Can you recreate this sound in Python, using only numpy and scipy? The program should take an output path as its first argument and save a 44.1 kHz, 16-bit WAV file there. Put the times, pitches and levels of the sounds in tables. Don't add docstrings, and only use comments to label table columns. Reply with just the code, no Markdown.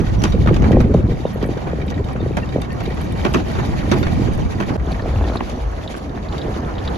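import sys
import numpy as np
from scipy import signal
from scipy.fft import rfft, irfft, next_fast_len
from scipy.io import wavfile
from scipy.ndimage import uniform_filter1d, map_coordinates

SR = 44100
rng = np.random.default_rng(int(sys.argv[2]) if len(sys.argv) > 2 else 0)


def file_out(sig):
    cols = np.atleast_2d(sig).T
    lim = np.clip(cols, -1, 1)
    pcm = np.round(lim * 32767).astype(np.int16)
    wavfile.write(sys.argv[1], SR, pcm)


N = 307509
LATER_S = 4.767


def amp(db):
    return 10 ** (np.asarray(db) / 20)


def unit(x):
    return x / np.sqrt(np.mean(x ** 2) + 1e-20)


def along(points, hz):
    f, v = np.transpose(points)
    return np.interp(np.log(hz + 1), np.log(f + 1), v)


def curves(rows):
    s, *cols = np.vstack(rows).T
    return [np.interp(np.arange(N) / SR, s, c) for c in cols]


def wobble(rate):
    knots = rng.standard_normal(int(N * rate / SR) + 4)
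    return map_coordinates(knots, [np.arange(N) * rate / SR])


def filtered(x, response):
    m = next_fast_len(N + SR // 2)
    return irfft(rfft(x, m) * response(np.fft.rfftfreq(m, 1 / SR)), m)[..., :N]


def rush(spectrum, patchy_db, channels=1):
    z = signal.stft(rng.standard_normal((channels, N + 512)), nperseg=512)[2]
    field = uniform_filter1d(rng.standard_normal(z.shape[1:]), size=6, axis=0)
    field = uniform_filter1d(field, size=8, axis=1)
    noise = signal.istft(z * amp(patchy_db * unit(field)), nperseg=512)[1][:, :N]
    return unit(filtered(noise, lambda hz: amp(along(spectrum, hz))))


def even(x, seconds):
    size = round(seconds * SR)
    power = uniform_filter1d(uniform_filter1d(x ** 2, size=size), size=size)
    return unit(x / np.sqrt(np.abs(power) + 1e-3 * np.mean(x ** 2)))


def add(track, s, piece):
    part = track[..., round(s * SR):][..., :piece.shape[-1]]
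    part += piece[..., :part.shape[-1]]


# (frequency [Hz], lead [rad])
PORT_LEAD = [(0, 13), (430, -1.22), (1380, 2.5), (2150, 0.82), (4310, -0.36), (4740, 2), (6030, 7),
             (6460, 5.5), (7670, 3.5), (8870, 3), (10400, 1.5), (12700, -69.5), (13900, 6), (14200, -33)]
# (frequency [Hz], likeness [0 to 1])
PORT_LIKENESS = [(100, 0.57), (600, 0.034), (1500, 0.55), (4000, 0.093), (9000, 0.75)]


def ports(pair):
    def turn(hz):
        return np.arccos(np.clip(along(PORT_LIKENESS, hz), 0, 1)) / 2

    def shares(hz):
        return np.array([np.cos(turn(hz)), np.sin(turn(hz))]) * np.sqrt(2)

    same, other = filtered(pair, shares)
    both = np.array([same + other, same - other]) / np.sqrt(2)
    return filtered(both, lambda hz: np.exp(.5j * np.outer([1, -1], along(PORT_LEAD, hz))))


# (time [s], length [s], low tone level [dB], octave level [dB])
SQUEAK_EVENTS = [(0.187, 0.028, -39, -56), (0.27, 0.022, -42, -55), (0.296, 0.022, -42, -58),
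                 (1.33, 0.027, -70, -48), (1.416, 0.046, -66, -56), (2.83, 0.022, -72, -51),
                 (3.018, 0.049, -70, -54), (3.28, 0.04, -70, -55), (3.58, 0.023, -70, -56),
                 (3.968, 0.073, -67, -51), (4.104, .04, -70, -60)]
SQUEAK_HZ = 5760


def squeaks():
    out = np.zeros(N)
    phase = 2 * np.pi * np.cumsum(SQUEAK_HZ * (1 + 0.012 * wobble(200))) / SR
    for s, length, low_db, octave_db in SQUEAK_EVENTS:
        span = slice(round(s * SR), round((s + length) * SR))
        swell = np.sqrt(np.hanning(len(phase[span])))
        tone = amp(low_db) * np.sin(phase[span])
        octave = amp(octave_db) * np.sin(2 * phase[span])
        out[span] += swell * (tone + octave)
    return out


# (time [s], relative level [dB], pitch [Hz])
TICK_EVENTS = [(4.918, -56, 4100), (5.018, -61, 4200), (5.283, -57, 3900), (5.333, -62, 3900),
               (5.369, -53, 3940), (5.876, -55, 3700), (5.9453, -67, 3600), (6.285, -62, 4050),
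               (6.324, -57.5, 3520), (6.383, -68, 3500), (6.415, -55, 3660), (6.782, -55, 3660),
               (6.84, -63, 4500), (6.875, -49.5, 3660), (6.954, -58, 3800)]


def ticks():
    out, t = np.zeros(N), np.arange(SR // 25) / SR
    short = t[:256]
    for s, db, hz in TICK_EVENTS:
        ring = unit(short * np.exp(-np.pi * 1100 * short) * np.sin(2 * np.pi * hz * short))
        contact = (1 - np.exp(-t / 0.00033)) * amp(-60 * t / 0.043) * rng.standard_normal(len(t))
        add(out, s, amp(db) * np.convolve(contact, ring))
    return out


# (time [s], length [s], relative level [dB], loudest pitch [Hz])
CREAK_EVENTS = [(1.257, 0.033, -43, 3700), (1.894, 0.016, -38, 4120), (2.193, 0.029, -41, 3680),
                (2.423, 0.024, -31.5, 2140), (2.612, 0.017, -34, 3560), (2.632, .015, -40, 2800),
                (2.685, 0.052, -35.5, 1970), (3.545, 0.018, -38, 3400), (3.597, 0.023, -32, 1850),
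                (3.857, .018, -35, 1850), (4.022, 0.028, -32, 3750), (4.113, .015, -46, 3500),
                (4.99, 0.02, -30.5, 1370), (5.239, 0.028, -34, 1850)]
CREAK_HZ, CREAK_OCTAVES = 909, 0.29
ODD_DB = -3


def creaks():
    out, k = np.zeros(N), np.arange(1, 8)[:, None]
    draws = rng.standard_normal((len(CREAK_EVENTS), len(k), 2))
    for (s, length, db, top_hz), draw in zip(CREAK_EVENTS, draws):
        t = np.arange(round(length * SR)) / SR
        octaves_off = np.log2(k * CREAK_HZ / top_hz)
        uneven = amp(ODD_DB * (k % 2) + 1.4 * draw[:, :1])
        weight = np.exp(-.5 * (octaves_off / CREAK_OCTAVES) ** 2) * uneven
        stack = np.sum(weight * np.sin(2 * np.pi * k * CREAK_HZ * t + np.pi * draw[:, 1:]), axis=0)
        add(out, s, amp(db) * np.hanning(len(t)) * unit(stack))
    return ports(np.array([out, out / 2]))


# (time [s], level [dB])
SPIT_EVENTS = [(0.235, -27), (0.7084, -40), (0.8104, -39), (0.944, -40), (1.4616, -37), (2.37, -35),
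               (2.616, -33), (2.727, -36), (3.013, -31.5), (3.1233, -36), (3.331, -30.5), (3.5169, -40),
               (3.6581, -35), (3.8906, -41), (3.938, -33), (3.9833, -39), (4.334, -37), (4.918, -39.5),
               (5.3587, -39), (5.4939, -44)]
SMALL_SPIT_DB, SMALL_SPIT_SPREAD_DB = 0, 6


def spits():
    level, t = np.zeros(N), np.arange(SR // 50) / SR
    crunch_db = curves(ROAD_LEVELS)[1]
    small = []
    for u, v in rng.random(size=(25, 2)):
        speck_db = crunch_db[int(u * N)] + SMALL_SPIT_DB + SMALL_SPIT_SPREAD_DB * 2 * (v - .5)
        small.append((u * N / SR, speck_db))
    for s, db in SPIT_EVENTS + small:
        add(level, s, amp(db - 60 * t / 0.019) * (1 - np.exp(-t / 0.00059)))
    treble = [(6000, -30), (8800, 3), (12500, -9), (14500, -15)]  # (frequency [Hz], relative level [dB])
    return level * ports(rush(treble, patchy_db=2, channels=2))


# (frequency [Hz], width [Hz], relative level [dB])
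TRIM_MODES = [(820, 70, 2), (1900, 90, 1), (2300, 110, -1), (3100, 140, -8), (3730, 120, -5),
              (4600, 160, -9), (6200, 250, -17)]


def trim(clumps):
    out = np.zeros((2, N))
    for centre, width, db in TRIM_MODES:
        draw = rng.random((2, 2, N))
        struck = draw[0] < 45 / SR * amp(5 * clumps)
        shocks = struck * amp(-3.5 * np.log(draw[1] + .02))
        ring = filtered(shocks, lambda f: 1j * f * width / (centre ** 2 - f * f + 1j * f * width))
        out += amp(db) * unit(ring)
    return unit(out)


# (time [s], peak before the ports [dB], favoured pitch [Hz])
TRIM_JOLTS = [(0.238, -22, 2220), (0.322, -22, 3600), (0.474, -17, 2260), (0.64, -20, 2300),
              (0.729, -21, 2300), (0.758, -26, 2300), (1.3295, -34, 1920), (1.412, -31, 1890),
              (1.441, -25, 2000), (1.716, -32, 2300), (1.8, -32, 2200), (1.8148, -25, 2680),
              (1.8797, -29, 2900), (1.919, -26, 2330), (1.942, -30, 3100), (1.977, -25.5, 2100),
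              (2.042, -30, 3300), (2.1122, -31, 2160), (2.13, -30, 2600), (2.3728, -23, 1700),
              (2.4893, -29.5, 3500), (2.5238, -26.5, 2620), (2.545, -33, 2700), (2.6006, -34, 2040),
              (2.645, -29, 2800), (2.737, -37, 2000), (2.7743, -37, 1980), (2.835, -34, 2400),
              (2.856, -24.5, 3200), (2.905, -26, 2300), (2.919, -29, 2800), (3.015, -28, 3000),
              (3.0641, -31, 2400), (3.1217, -32, 3640), (3.25, -15, 2300), (3.346, -15, 1710),
              (3.8054, -35, 1850), (3.821, -44, 4000), (3.916, -35, 1700), (4.0673, -22, 2240),
              (4.084, -28, 2300), (4.29, -41, 2100), (4.5195, -29, 2120), (4.634, -23, 2400),
              (4.797, -30, 2300), (4.909, -32, 1900), (4.944, -25, 1800), (5.064, -34, 1900),
              (5.098, -29, 2300), (5.435, -35, 2400), (5.6, -40, 3700), (5.632, -49, 4600),
              (6.057, -43, 3300), (6.093, -36, 4200), (6.228, -35, 3700), (6.287, -41, 5000),
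              (6.38, -24, 5000), (6.54, -32, 3500), (6.752, -34, 4200), (6.85, -31, 5000)]
SHAKE_T60, SHAKE_OCTAVES = 0.076, 0.4


def shakes():
    out, t = np.zeros((2, N)), np.arange(SR // 16) / SR
    centre, width, mode_db = np.transpose(TRIM_MODES)[..., None]
    modes = amp(mode_db) * np.exp(-np.pi * 1.6 * width * t) * np.sin(2 * np.pi * centre * t)
    draws = rng.standard_normal((len(TRIM_JOLTS), 2, len(t)))
    for (s, db, hz), draw in zip(TRIM_JOLTS, draws):
        nearness = np.exp(-.5 * (np.log2(centre / hz) / SHAKE_OCTAVES) ** 2)
        ring = np.sum(modes * nearness, axis=0)
        push = draw * (1 - np.exp(-t / 0.00081)) * amp(-60 * t / SHAKE_T60)
        piece = signal.fftconvolve(push, ring[None], axes=1)
        add(out, s - .001, amp(db) * piece / np.abs(piece).max())
    return out


def stones(clumps, centre_hz, cycles, spread_db, count):
    draw = rng.random((count, 4))
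    density = np.cumsum(amp(clumps))
    start = np.searchsorted(density, draw[:, 0] * density[-1])
    hz = np.clip(centre_hz * np.exp(0.662 * rng.standard_normal(count)), 700, 14000)[:, None]
    turns = np.arange(512) / SR * hz
    size = amp(-spread_db * np.log(draw[:, 1:2] + 0.006)) * np.sqrt(hz)
    pings = size * np.exp(-turns / cycles) * np.sin(2 * np.pi * turns)
    pings = pings * np.cos(np.linspace(0, np.pi / 2, num=512))
    channel_start = (draw[:, 2] < .5) * (N + 512)
    where = (start + channel_start)[:, None] + np.arange(512)
    return unit(np.bincount(where.ravel(), pings.ravel(), 2 * (N + 512)).reshape(2, -1)[:, :N])


# (time [s], tyre roar level [dB], gravel crunch level [dB])
ROAD_LEVELS = [(0.0, -30.5, -40.5), (0.5, -36, -41.5), (0.65, -28, -40.5), (0.78, -32.5, -46),
               (1.26, -35.5, -43), (1.56, -32.5, -44.5), (2.53, -34, -44.5), (2.82, -32, -41),
               (3.96, -30, -38.5), (4.63, -33, -41), (4.76, -28.5, -39), (4.77, -34.5, -50.5),
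               (4.9, -30.5, -41), (5.2, -30, -40.5), (5.47, -32.5, -40), (5.7, -31, -43.5),
               (5.93, -34.5, -41), (6.1, -34, -47), (6.5, -29, -41), (6.97, -28, -43)]
# (time [s], body level [dB], deep part level [dB])
FLANK_LEVELS = [(0, -29.5, -24), (.7, -23.5, -23), (1.3, -35.5, -37.5), (2.9, -32, -35), (3.3, -30, -33),
                (4.3, -27, -23), (4.76, -31, -33), (4.78, -41, -34), (5.5, -42, -34), (6, -39.5, -49),
                (6.97, -35, -73)]
# (frequency [Hz], relative level [dB per Hz])
ROAR_COLOUR = [(180, -19.5), (300, -4), (408, -5.5), (772, -5), (847, -9), (1370, -14), (1810, -18.5),
               (3500, -41.5), (4550, -41), (7700, -120)]
CRUNCH_COLOUR = [(880, -19), (1500, -11.5), (2190, -3.5), (4510, -8), (5600, -11), (6460, -11), (7590, -14),
                 (8340, -70), (8750, -19), (9350, -16.5), (12000, -23), (13700, -31), (14500, -75)]
SIDE_COLOUR = [(76, -45), (130, -5), (184, 4), (322, -3.5), (366, -7), (900, -15), (1170, -41),
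               (1980, -120)]
DEEP_COLOUR = [(15, -26), (30, -10), (59, 9), (150, 7), (200, -38), (330, -120)]
LATER_BUZZ_DB = -23


def road():
    roar_db, crunch_db = curves(ROAD_LEVELS)
    sides_db, deep_db = curves(FLANK_LEVELS)
    clumps = wobble(35)
    roar_swell = amp(roar_db + 0.5 * clumps + 1.5 * wobble(60))
    roar = roar_swell * rush(ROAR_COLOUR, patchy_db=1.8, channels=2)
    hiss = amp(2.3 * clumps) * rush(CRUNCH_COLOUR, patchy_db=1.9, channels=2)
    grit = stones(5.5 * clumps, centre_hz=2800, cycles=5, spread_db=2.8, count=3600)
    grit = unit(filtered(grit, lambda hz: amp(along(CRUNCH_COLOUR, hz))))
    later_db = np.where(np.arange(N) < LATER_S * SR, 0, LATER_BUZZ_DB)
    buzz = 1.35 * amp(later_db) * trim(clumps)
    crunch = amp(crunch_db) * unit(hiss + 0.8 * grit + buzz)
    sides = amp(sides_db + 0.79 * wobble(25)) * rush(SIDE_COLOUR, patchy_db=0.5)[0]
    sides = sides + amp(deep_db) * rush(DEEP_COLOUR, patchy_db=2.5)[0]
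    return ports(roar + crunch + shakes()) + sides * [[1], [-1]]


# (time [s], nominal peak [dB], brightness [dB])
KNOCK_EVENTS = [(0.0655, -24, -13), (0.217, -23, 0), (0.2367, -13, -1.5), (0.253, -26, -16),
                (0.321, -25, -4), (0.459, -20, -12), (0.4724, -11, -20), (0.541, -23.5, -3),
                (0.562, -23, -4), (0.62, -21.5, -8.5), (0.639, -19.5, -41), (0.716, -21, -4),
                (0.802, -17, -10.5), (0.939, -24.5, -6), (1.425, -22.5, -8), (1.572, -24, -9),
                (1.669, -18.5, -22), (1.9006, -26.5, -1), (2.084, -25, -13), (2.159, -21, -36),
                (2.368, -13.5, -11), (2.6167, -24, -3.5), (2.695, -29, -28), (2.803, -24, -6.5),
                (2.969, -25, -12), (3.2477, -9.5, -11.5), (3.337, -21, 2), (3.343, -9.5, -9),
                (3.354, -26, -16), (3.5515, -20, -15), (3.5847, -16.5, -40), (3.8641, -32, -14),
                (3.914, -9, -6), (4.027, -15.5, -12), (4.065, -18, -13), (4.272, -20.5, -39),
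                (4.599, -14, -12), (4.69, -26, -7), (4.994, -24, -18), (5.275, -24.5, -22),
                (5.3203, -25, -23), (5.355, -20, -24), (5.405, -15, -28), (5.4964, -38.5, 10),
                (5.94, -20.5, -23), (6.173, -23.5, -32), (6.6953, -29, -13)]
# (frequency [Hz], relative level [dB per Hz])
PANEL_COLOUR = [(350, 14), (600, 7.5), (837, -1.5), (1500, -2.5), (1840, -10.5), (2560, -10), (4190, -19.5),
                (6250, -22), (8160, -33), (10400, -38), (14500, -44)]
THUD_COLOUR = [(120, -45), (190, 9.5), (270, -8.5), (365, 8.5), (450, -22), (700, -50), (1100, -53.5)]
RATTLE_T60, LATER_T60 = 0.15, 0.078
RATTLE_CREST_DB = 7
THUD_DB, THUD_GROWS = -5, 0.65
CLATTER_DB, CLATTER_RATE, CLATTER_S = 3.2, 170, 0.005


def knocks():
    low, high, body, t = np.zeros(N), np.zeros(N), np.zeros(N), np.arange(SR // 5) / SR
    uneven = np.pad(wobble(CLATTER_RATE), (0, len(t)))
    for s, db, bright_db in KNOCK_EVENTS:
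        t60 = RATTLE_T60 if s < LATER_S else LATER_T60
        start = (1 - np.exp(-t / 0.0013)) ** 2 * amp(db - RATTLE_CREST_DB)
        start = start * ((s > LATER_S) | (s + t < LATER_S))
        contacts = uneven[round(s * SR):][:len(t)]
        tail = amp(CLATTER_DB * contacts * np.clip(t / CLATTER_S - 1, 0, 1))
        dull_fall = tail * amp(-60 * t / t60) + 0.98 * amp(-60 * t / 0.016)
        bright_fall = 0.4 * tail * amp(-60 * t / (0.8 * t60)) + 2.1 * amp(-60 * t / 0.022)
        thud_fall = amp(THUD_DB + THUD_GROWS * (db + 26.5) - 60 * t / 0.16) * (1 - np.exp(-t / 0.001))
        add(low, s, start * dull_fall)
        add(high, s, start * amp(bright_db) * bright_fall)
        add(body, s, start * thud_fall)

    def share(hz):
        return 1 / (1 + (hz / 2800) ** 4)

    def above(hz):
        return hz ** 4 / (hz ** 4 + 650 ** 4)

    shake = rush(PANEL_COLOUR, patchy_db=2.5, channels=2) * amp(3 * wobble(250))
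    dull = even(ports(filtered(shake, lambda hz: share(hz) * above(hz))), .006)
    bright = even(ports(filtered(shake, lambda hz: 1 - share(hz))), .006)
    thud = even(rush(THUD_COLOUR, patchy_db=0, channels=2), .012)
    return low * dull + high * bright + body * ports(thud)


# (time [s], nominal peak [dB], nominal pitch [Hz])
POP_EVENTS = [(0.222, -18, 260), (0.252, -11, 403), (0.355, -30, 230), (0.459, -12.5, 520),
              (0.509, -11.5, 417), (0.621, -10, 330), (0.64, -10, 385), (0.684, -11.5, 300),
              (0.708, -6.5, 500), (0.729, -6.5, 298), (0.744, -3.5, 362), (0.769, -2, 552),
              (0.776, -13, 198), (0.802, -9, 414), (0.94, -10, 495), (0.945, -4, 542), (0.951, -25, 165),
              (1.052, -19, 317), (1.198, -17.5, 324), (1.252, -8.5, 510), (1.358, -20, 445),
              (1.428, -13.5, 383), (1.452, -17.5, 454), (1.489, -14, 390), (1.568, -16.5, 425),
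              (1.67, -18, 372), (1.732, -13.5, 458), (1.785, -18, 447), (1.866, -21, 450),
              (1.963, -16.5, 238), (1.997, -19, 259), (2.153, -16, 513), (2.204, -13.5, 450),
              (2.227, -14, 302), (2.261, -12, 423), (2.307, -16, 427), (2.546, -16.5, 330),
              (2.559, -9.5, 476), (2.582, -13, 510), (2.876, -16.5, 370), (2.909, -19, 458),
              (3.25, -25, 610), (3.264, -19, 302), (3.358, -9, 316), (3.918, -24, 350), (3.987, -17, 260),
              (4.013, -11, 273), (4.127, -14.5, 197), (4.174, -14, 237), (4.194, -12.5, 262),
              (4.284, -12.5, 354), (4.704, -13.5, 264), (4.724, -17, 252), (4.756, -15.5, 380),
              (4.871, -13.5, 370), (4.918, -16, 534), (5.022, -18.5, 400), (5.043, -24, 500),
              (5.058, -15.5, 636), (5.075, -22, 446), (5.157, -21, 770), (5.189, -25, 790),
              (5.21, -18, 780), (5.219, -17, 700), (5.238, -19.5, 800), (5.256, -26, 815),
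              (5.276, -22, 820), (5.297, -16.5, 660), (5.322, -17, 716), (5.355, -16, 860),
              (5.362, -18.5, 590), (5.408, -11.5, 890), (5.496, -24.5, 675), (5.575, -22.5, 730),
              (5.675, -27, 716), (5.749, -30, 520), (5.79, -26, 372), (5.862, -23, 705), (5.9, -22.5, 620),
              (5.948, -29, 403), (6.039, -28, 297), (6.092, -31, 445), (6.148, -25, 327),
              (6.45, -16.5, 390)]
# (ratio to nominal pitch, level [dB])
POP_LAYERS = [(1.024, -1.5), (0.405, -6), (1.97, -23)]
# (frequency [Hz], relative level [dB per Hz])
WAKE_COLOUR = [(120, -25), (220, 5.5), (450, -2), (750, -14.5), (1200, -43), (2000, -120)]
SMALL_POPS, SMALL_POP_DB, SMALL_POP_HZ = 14, 4, 430
WAKE_DB, WAKE_RISE_S, WAKE_T60 = -12, 0.0039, 0.095


def wind_pops(gust_db):
    small = []
    for u, v in rng.random((SMALL_POPS, 2)):
        small.append((u * N / SR, gust_db[int(u * N)] + SMALL_POP_DB, SMALL_POP_HZ * (0.58 + 1.04 * v)))
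    events = POP_EVENTS + small
    pops, wake, t = np.zeros(N), np.zeros(N), np.arange(SR // 20) / SR
    ratio, part_db = np.transpose(POP_LAYERS)[..., None]
    phases = rng.uniform(0, 2 * np.pi, (len(events), len(ratio), 1))
    for (s, db, hz), phase in zip(events, phases):
        cycles = t * hz * ratio
        swell = (.75 * cycles) ** 2 * np.exp(2 - 2 * .75 * cycles)
        fall = 1.263 * cycles - 0.084 * cycles ** 2
        layers = amp(db + part_db) * swell * np.cos(2 * np.pi * fall + phase)
        add(pops, s, np.sum(layers, axis=0))
        add(wake, s, amp(db + WAKE_DB - 60 * t / WAKE_T60) * (1 - np.exp(-t / WAKE_RISE_S)))
    pops = pops + wake * even(rush(WAKE_COLOUR, patchy_db=1.5)[0], 0.049)
    return pops * amp(1.8 * wobble(220))


# (time [s], throb level [dB], gust body level [dB])
WIND_LEVELS = [(0.0, -40, -11.5), (0.05, -16, -21), (0.6, -15, -16), (0.76, -15, -12), (0.85, -14, -19),
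               (1.11, -19.5, -15.5), (1.18, -28.5, -32), (1.27, -25, -25.5), (1.29, -34, -27.5),
               (1.51, -21, -26.5), (1.62, -35.5, -32), (1.67, -27, -24), (2.74, -24, -28),
               (3.9, -23.5, -21.5), (4.2, -24.5, -21), (4.36, -24, -19.5), (4.49, -23, -25),
               (4.76, -31, -23), (4.77, -21, -27), (5.1, -22, -27), (5.2, -16, -25.5), (5.36, -20.5, -27.5),
               (5.385, -24, -34), (5.57, -31, -29), (5.6, -21, -42), (5.82, -31.5, -35), (6.58, -24, -24),
               (6.69, -27, -27.5), (6.97, -30.5, -25)]
# (time [s], level [dB])
RASP_LEVELS = [(0, -52), (.45, -47), (.75, -44), (.9, -44), (1.1, -45), (1.2, -61), (4.9, -54), (5.04, -40),
               (5.16, -38), (5.3, -33), (5.365, -34), (5.375, -56), (6.97, -65)]
# (time [s], left over right [dB])
WIND_LEAN = [(0, -2.5), (.6, 2), (2.7, 3), (3.3, 3), (4.2, -1), (4.76, 2.5), (4.78, 3), (6.97, 1)]
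# (frequency [Hz], relative level [dB per Hz])
THROB_COLOUR = [(12, -49), (20, -41), (36, -7.5), (58, 2), (110, -6), (140, -5), (240, -120)]
GUST_COLOUR = [(50, -8), (85, -1), (200, -1.5), (275, -6.5), (360, -11), (415, -15), (545, -20.5),
               (800, -40.5), (1040, -70), (1760, -120)]
RASP_SPECTRUM = [(200, -34), (450, 5.5), (800, -8), (1300, -4.5), (1900, -20), (3000, -40), (6000, -120)]
THROB_LUMPS_DB, GUST_LUMPS_DB = 2.5, 1.5
LATER_HZ = 111
RASP_DEPTH_DB = 5


def wind():
    throb_db, gust_db = curves(WIND_LEVELS)
    eddy = rush(THROB_COLOUR, patchy_db=-0.2)[0]
    deeper = unit(filtered(eddy, lambda hz: 1 / (1 + (hz / LATER_HZ) ** 4)))
    eddy = np.where(np.arange(N) < LATER_S * SR, eddy, deeper)
    throb = amp(throb_db) * unit(amp(THROB_LUMPS_DB * wobble(12)) * even(eddy, 0.063))
    gust = even(amp(3.9 * wobble(60)) * rush(GUST_COLOUR, patchy_db=4.5)[0], 0.036)
    gust = amp(gust_db) * unit(amp(GUST_LUMPS_DB * wobble(12)) * gust)
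    troughs = amp(RASP_DEPTH_DB * np.clip(-even(eddy, 0.067), -2, 2))
    rasp = troughs * amp(2.2 * wobble(200)) * rush(RASP_SPECTRUM, patchy_db=1.5)[0]
    rasp = amp(curves(RASP_LEVELS)[0]) * unit(rasp)
    air = throb + gust + rasp + wind_pops(gust_db)
    return air * amp(np.outer([.5, -.5], curves(WIND_LEAN)[0]))


DIP_S, DIP_DB = 0.012, -16


def scene():
    since = np.arange(N) / SR - LATER_S
    dip = amp(DIP_DB * (since > 0) * np.clip(2 - since / DIP_S * 2, 0, 1))
    return dip * (squeaks() + ticks() + creaks() + spits() + road() + knocks() + wind())


# (frequency [Hz], left over right [dB])
PORT_TILT = [(60, -1), (230, -3), (920, -2.5), (3580, -0.5), (14000, 0)]
TOP_HZ = 14600


def record(dry):
    heard = filtered(dry, lambda hz: amp(np.outer([.5, -.5], along(PORT_TILT, hz))))
    held = heard / (1 + np.abs(heard / .95) ** 6) ** (1 / 6)
    return filtered(held, lambda hz: hz < TOP_HZ)


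dry = scene()
out = record(dry)
file_out(out)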